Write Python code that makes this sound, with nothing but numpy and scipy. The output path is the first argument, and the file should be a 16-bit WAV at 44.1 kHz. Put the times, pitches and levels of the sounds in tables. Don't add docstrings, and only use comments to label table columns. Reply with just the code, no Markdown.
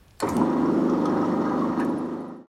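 import sys
import numpy as np
from scipy import signal
from scipy.io import wavfile
from scipy.ndimage import uniform_filter1d

SR = 44100
rng = np.random.default_rng(int(sys.argv[2]) if len(sys.argv) > 2 else 0)


def magnitude_from_level(level_db):
    exponent = np.asarray(level_db, float) / 20
    return 10 ** exponent


def inscribe(sig):
    pcm = np.round(np.clip(np.atleast_2d(sig).T, -1, 1) * 32767)
    wavfile.write(sys.argv[1], SR, pcm.astype(np.int16))


N = 112454
t = np.arange(N) / SR

SHAFT_HZ = 25.03
ON_S = .222
BUMP_RISE_S = 0.00196


def band(x, hz, width):
    return signal.lfilter(*signal.iirpeak(min(hz, .45 * SR), hz / width, fs=SR), x)


def steep(x, hz, width):
    low_hz = max(np.sqrt(hz ** 2 + width ** 2 / 4) - width / 2, 5)
    edges = [low_hz, min(low_hz + width, .45 * SR)]
    return signal.sosfilt(signal.butter(3, edges, "bandpass", fs=SR, output="sos"), x)


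def level(x, db):
    return x * magnitude_from_level(db) / np.sqrt(np.mean(x ** 2))


def walk(rate):
    k = int(SR / rate)
    steps = np.repeat(rng.standard_normal(N // 100)[:N // k + 1], k)
    smooth = uniform_filter1d(uniform_filter1d(steps, k), k)
    return level(smooth[:N], 0)


def coloured(table, flicker_db):
    hz, db = np.array(table).T
    out = 0
    for f in 25 * 2 ** np.arange(0, 9.4, 1 / 3):
        band_db = np.interp(np.log(f), np.log(hz), db) + flicker_db * walk(14)
        out = out + steep(rng.standard_normal(N), f, f / 4.3) * magnitude_from_level(band_db)
    return out


def decay(start, t60):
    return (t >= start) * magnitude_from_level(-60 * np.clip(t - start, 0, 1) / t60)


def burst(start, length):
    return np.sqrt(np.sin(np.pi * np.clip((t - start) / length, 0, 1)).clip(0))


def crack(start, db, hz, width, t60):
    noise = level(steep(rng.standard_normal(SR // 2), hz, width), 0)
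    rise = np.sin(np.pi / 2 * np.clip((t - start) / (.001 + 1.3 / hz), 0, 1)) ** 2
    return magnitude_from_level(db) * decay(start, t60) * rise * np.resize(noise, N)


def ring(start, db, hz, t60):
    since = t - start
    partner_hz = hz * (1 + .12 * rng.standard_normal())
    pair = np.sin(2 * np.pi * hz * since) + 0.49 * np.sin(2 * np.pi * partner_hz * since)
    return magnitude_from_level(db) * decay(start, t60) * np.clip(since / max(BUMP_RISE_S, 1 / hz), 0, 1) * pair


def rattle(modes, pulse_db):
    hits_per_s, scatter_db, repeat = 2500, 2.5, .3
    chance = rng.random((3, N))
    size_db = scatter_db * np.minimum(-np.log(chance[1] + 1e-9), 4)
    hits = (chance[0] < hits_per_s / SR) * magnitude_from_level(size_db) * np.sign(chance[2] - .5)
    turn = np.zeros(int(SR / SHAFT_HZ) + 1)
    turn[0], turn[-1] = 1, -repeat
    hits = signal.lfilter([1], turn, hits) * magnitude_from_level(pulse_db + .6 * walk(12))
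    out = 0
    for hz, width, db in modes:
        out = out + magnitude_from_level(db) * band(band(hits, hz, width), hz, 2.36 * width) / np.sqrt(width)
    return level(out, 0)


def workshop_air():
    # f/Hz, level/dB
    room = [(15, -31), (25, -5), (59, -3.5), (373, -18), (2110, -28), (3340, -31), (3720, -33.5),
            (16000, -39.5)]
    return level(coloured(room, 1.3)[::-1], -56)


def knocks():
    # t/s, f/Hz, width/Hz, level/dB, t60/s
    thumps = [(0.2, 1000, 1300, -31.5, 0.1), (.228, 1200, 590, -30.5, 0.07), (.225, 2000, 660, -46.5, 1),
              (0.24, 90, 60, -36, 0.98), (.21, 500, 300, -36, 0.093), (.25, 1250, 300, -31, 0.062),
              (.27, 2200, 380, -43, .2), (.232, 380, 170, -27.5, 0.48), (.295, 18000, 4800, -59.5, .5),
              (.416, 1020, 460, -29, 0.07), (0.78, 700, 500, -30.5, 0.17), (1.795, 4300, 1500, -52, 0.1),
              (1.81, 1670, 300, -32, 0.08), (0.065, 84, 67, -51.5, 0.64), (1.801, 1640, 370, -35, 0.15),
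              (1.797, 2520, 500, -43.5, 0.16), (1.8, 794, 130, -35, 0.11)]
    return sum(crack(s, db, hz, width, t60) for s, hz, width, db, t60 in thumps)


def snaps_and_ticks():
    # t/s, peak level/dB, centre f/Hz, width/Hz, t60/s
    snaps = [(0.0803, -47.5, 3700, 4040, 0.025), (0.1072, -43.5, 3700, 4000, 0.02),
             (.172, -51, 4100, 1960, 0.058), (0.191, -47.5, 7000, 8740, 0.079),
             (0.2012, -22, 5200, 10000, 0.028), (0.223, -38.5, 3000, 3000, 0.073),
             (0.2875, -29, 7500, 8000, 0.078), (0.289, -28.5, 6500, 1530, 0.052),
             (0.366, -20, 5200, 10400, 0.017), (0.4995, -35, 3970, 3000, 0.024),
             (0.8957, -38.5, 4740, 3000, 0.054), (1.055, -43, 6000, 8000, 0.045),
             (1.592, -42.5, 4540, 2500, 0.04), (1.799, -37.5, 7900, 6000, 0.052),
             (1.848, -38, 8500, 6000, 0.032)]
    # f/Hz, level/dB, t60/s
    box = [(2400, -12, 0.067), (4326, 9, 0.06), (5170, -3, 0.071), (6970, -2, 0.07), (7560, -12, 0.095),
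           (7700, 3, 0.043), (8760, -0.5, 0.053), (8700, 4, 0.025), (9600, 8.5, 0.034),
           (10700, -14.5, 0.046)]
    out = sum(crack(s, db - 8, hz, width, t60) for s, db, hz, width, t60 in snaps)
    snap_s, snap_db = snaps[4][:2]
    return out + sum(crack(snap_s, snap_db + db - 20, hz, 350., t60) for hz, db, t60 in box)


def motor_hum(turns):
    tones = [(2, -40), (3, -38), (4, -21), (5, -30), (6, -20), (7, -7), (8, -14), (9, -5), (10, -1),
             (11, -7), (12, -3), (13, -6), (14, -8), (15, -12), (16, -11), (17, -16), (18, -20), (19, -22),
             (20, -13), (21, -15), (22, -18), (23, -19), (24, -20)]
    feed_change = dict([(10, -3), (11, -4), (12, 5.5), (13, -4.5), (14, -1)])
    feed_s, feed_end_s = 1.0, 1.68
    fed = uniform_filter1d(1. * (t > feed_s) * (t < feed_end_s), size=SR // 8) - .5
    out = 0
    for k, db in tones:
        tone_db = db + feed_change.get(k, 0) * fed + 1.1 * walk(7)
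        cycles = k * turns + k * k / 9.5 + .15 * rng.random()
        out = out + magnitude_from_level(tone_db) * np.sin(2 * np.pi * cycles + .35 * walk(8))
    return out


def belt_rumble(beat):
    # f/Hz, level per Hz/dB
    colour = [(25, -56.5), (130, -24), (200, -11), (290, -2.5), (480, -17.5), (1250, -22), (1400, -31),
              (2600, -51.5)]
    noise = coloured(colour, .8)
    return signal.lfilter(*signal.butter(4, colour[-1][0], fs=SR), noise) * magnitude_from_level(1.2 * beat)


def motor_fan():
    # f/Hz, level per Hz/dB
    colour = [(1500, -6.5), (2600, 2.5), (5500, -3), (7500, -8), (11000, -17), (16000, -23)]
    return signal.lfilter(*signal.butter(4, colour[0][0], "high", fs=SR), coloured(colour, 0.98))


def loose_parts(beat):
    # f/Hz, width/Hz, level/dB
    head = [(392, 74, -3), (531.3, 43, -0.5), (810.6, 101, -1.5), (948.3, 62, -1), (1076, 38, -6),
            (1230.5, 51, -4.5), (1613, 32, -15.5), (1873, 140, -13.5), (2030, 28, -33.5)]
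    # f/Hz, width/Hz, level/dB
    chuck = [(3020, 88, 0), (3700, 300, 2.5), (4285, 57, 0), (5140, 120, -9), (5600, 220, -1),
             (6400, 260, -3.5)]
    return magnitude_from_level(-8) * rattle(head, 0.5 * beat) + magnitude_from_level(-35) * rattle(chuck, 3.5 * beat)


def machine():
    # t/s, running level/dB, rattle level/dB
    run = [(.222, -23.5, 8), (.25, -24, -0.5), (.348, -26, 0.5), (.39, -21, -7), (.52, -25, -0.5),
           (.7, -23, -7), (.86, -23.5, -8), (.92, -23.5, -4.5), (1.1, -23.5, -1.5), (1.3, -24.5, -2),
           (1.5, -25.5, 0.5), (1.66, -24.5, -2), (1.76, -27, 1.5), (1.79, -25, 4), (1.9, -24, -3)]
    spin_up_s, start_speed = .15, .55
    speed = np.clip(start_speed + (1 - start_speed) * (t - ON_S) / spin_up_s, start_speed, 1)
    turns = np.cumsum(SHAFT_HZ * speed * (1 + .001 * walk(3))) / SR
    beat = np.cos(2 * np.pi * turns) + 0.24 * np.cos(np.pi * turns)
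    s, run_db, rattle_db = np.array(run).T
    body = level(motor_hum(turns), 0) * speed ** 4.4
    body += level(belt_rumble(beat), -5)
    body += level(motor_fan(), -32.5)
    body += loose_parts(beat) * magnitude_from_level(np.interp(t, s, rattle_db))
    return body * magnitude_from_level(np.interp(t, s, run_db)) * np.clip((t - ON_S) / 0.0066, 0, 1)


def cover_bumps():
    # t/s, peak level/dB, f/Hz
    bumps = [(0.229, -19, 923), (0.281, -19, 1008), (0.382, -24, 852), (0.416, -14.5, 950),
             (0.493, -21, 958), (0.635, -20, 996), (0.702, -25.5, 953), (0.866, -28, 944),
             (0.894, -23, 1246), (0.943, -25.5, 1227), (0.979, -26, 972), (1.014, -24, 903),
             (1.054, -18.5, 1264), (1.189, -24.5, 1255), (1.23, -19.5, 1275), (1.3, -29, 1042),
             (1.341, -24.5, 967), (1.422, -23.5, 966), (1.467, -21, 1246), (1.521, -23.5, 1000),
             (1.589, -22, 950), (1.621, -19, 1103), (1.704, -25.5, 994), (1.797, -21, 956),
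             (1.902, -26.5, 970), (2.146, -33, 890)]
    return sum(ring(s - BUMP_RISE_S, db - 4, hz, 0.082) for s, db, hz in bumps)


def belt_slip():
    # t/s, length/s, f/Hz, level/dB
    whistles = [(.269, .006, 7570, -46), (.312, .008, 11400, -54), (.332, .03, 8250, -51),
                (.326, .035, 9600, -56), (.424, .021, 8250, -58)]
    out = sum(magnitude_from_level(db) * burst(s, length) * np.sin(2 * np.pi * hz * t) for s, length, hz, db in whistles)
    hiss_s, hiss_end_s = 0.24, .41
    hiss = level(steep(rng.standard_normal(N), 6500, 8000.), -53.5)
    return out + burst(hiss_s, hiss_end_s - hiss_s) * hiss


def seam_jolts():
    # t/s, peak level/dB, f/Hz
    jolts = [(0.319, -17, 261), (0.383, -11.5, 256.4), (0.424, -12, 253), (0.589, -17.5, 256),
             (0.724, -13.5, 255), (0.763, -11, 257), (0.828, -13, 245), (0.988, -12.5, 301),
             (1.242, -12, 307), (1.503, -16, 294), (1.54, -14, 251), (1.7, -15, 264), (1.78, -14, 258),
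             (1.949, -16, 244)]
    return sum(ring(s - BUMP_RISE_S, db - 6.5, hz, 0.094) for s, db, hz in jolts)


def jaw_ticks():
    # t/s, peak level/dB, f/Hz
    jaw = [(0.6572, -44.5, 5630), (0.7001, -51, 5770), (0.741, -50, 5190), (0.776, -47, 5170),
           (0.8069, -51, 5490), (0.8962, -47, 5530), (0.9356, -45, 5540), (0.975, -48.5, 5600),
           (1.0159, -47.5, 5370), (1.0553, -42.5, 5200), (1.0957, -41.5, 5450), (1.1761, -43, 5270),
           (1.215, -40.5, 5560), (1.2554, -46.5, 5600), (1.2938, -51.5, 5600), (1.3207, -52, 5450),
           (1.416, -51, 5100), (1.4554, -46.5, 5600), (1.4958, -47.5, 6130), (1.5816, -49, 5100),
           (1.7004, -50, 5630)]
    return sum(crack(s, db - 4.5, hz, 500, 0.038) for s, db, hz in jaw)


def touch_down():
    # f/Hz, level/dB, t60/s
    quill = [(3230, -48, .12), (3560, -49, 0.085), (4330, -45, .05), (5100, -50, 0.058), (5900, -47, .05),
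             (8500, -46.5, .03), (9300, -50.5, .03), (6400, -49, .05)]
    return sum(crack(1.0553, db, hz, 300., t60) for hz, db, t60 in quill)


def spindle_squeaks():
    # t/s, peak level/dB
    squeaks = [(1.788, -43), (1.8227, -47), (1.8487, -60), (1.8945, -42.5), (1.98, -42.5), (2.0548, -48),
               (2.1285, -52), (2.2068, -50.5), (2.2822, -55), (2.365, -61)]
    squeak_hz, width_hz, length_s = 10600, 350, 0.018
    rough = band(steep(rng.standard_normal(N), squeak_hz, 1200.), squeak_hz, width_hz)
    rough = level(rough * magnitude_from_level(2.5 * walk(250)), -14.5)
    return rough * sum(magnitude_from_level(db) * burst(s - .003, length_s) for s, db in squeaks)


def brick_walls(near):
    tail = steep(rng.standard_normal(N), 2305.0, 8000.0) * decay(0.0091, 0.19)
    tail = tail[:SR // 2]
    return signal.fftconvolve(near, tail / np.sqrt(np.sum(tail ** 2)))[:N] * magnitude_from_level(-14.5)


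def scene():
    # t/s, fade level/dB
    fade_out = [(1.6, 0.5), (1.9, -2.5), (2.15, -8), (2.33, -14), (2.42, -22.5), (2.46, -37), (2.47, -110)]
    fade = magnitude_from_level(np.interp(t, *np.array(fade_out).T))
    near = knocks() + snaps_and_ticks() + machine() * fade + cover_bumps() + belt_slip()
    near += seam_jolts() + jaw_ticks() + touch_down() + spindle_squeaks()
    mono = near + brick_walls(near) + workshop_air() * fade
    low = signal.filtfilt(*signal.butter(2, [130, 400], "bandpass", fs=SR), mono)
    hiss = level(steep(rng.standard_normal(N), 12000., 7000.), -89) * fade
    side = -magnitude_from_level(-39) * low + hiss
    return (mono + side * np.array([[1], [-1]])) * (t < fade_out[-1][0])


def roll_off(x):
    return signal.sosfilt(signal.butter(12, 16440, fs=SR, output="sos"), x)


def record(dry):
    top_cut = signal.ellip(8, .2, 70, 15800, fs=SR, output="sos")
    mix = signal.sosfilt(top_cut, dry)
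    return roll_off(mix)


dry = scene()
out = record(dry)
inscribe(out)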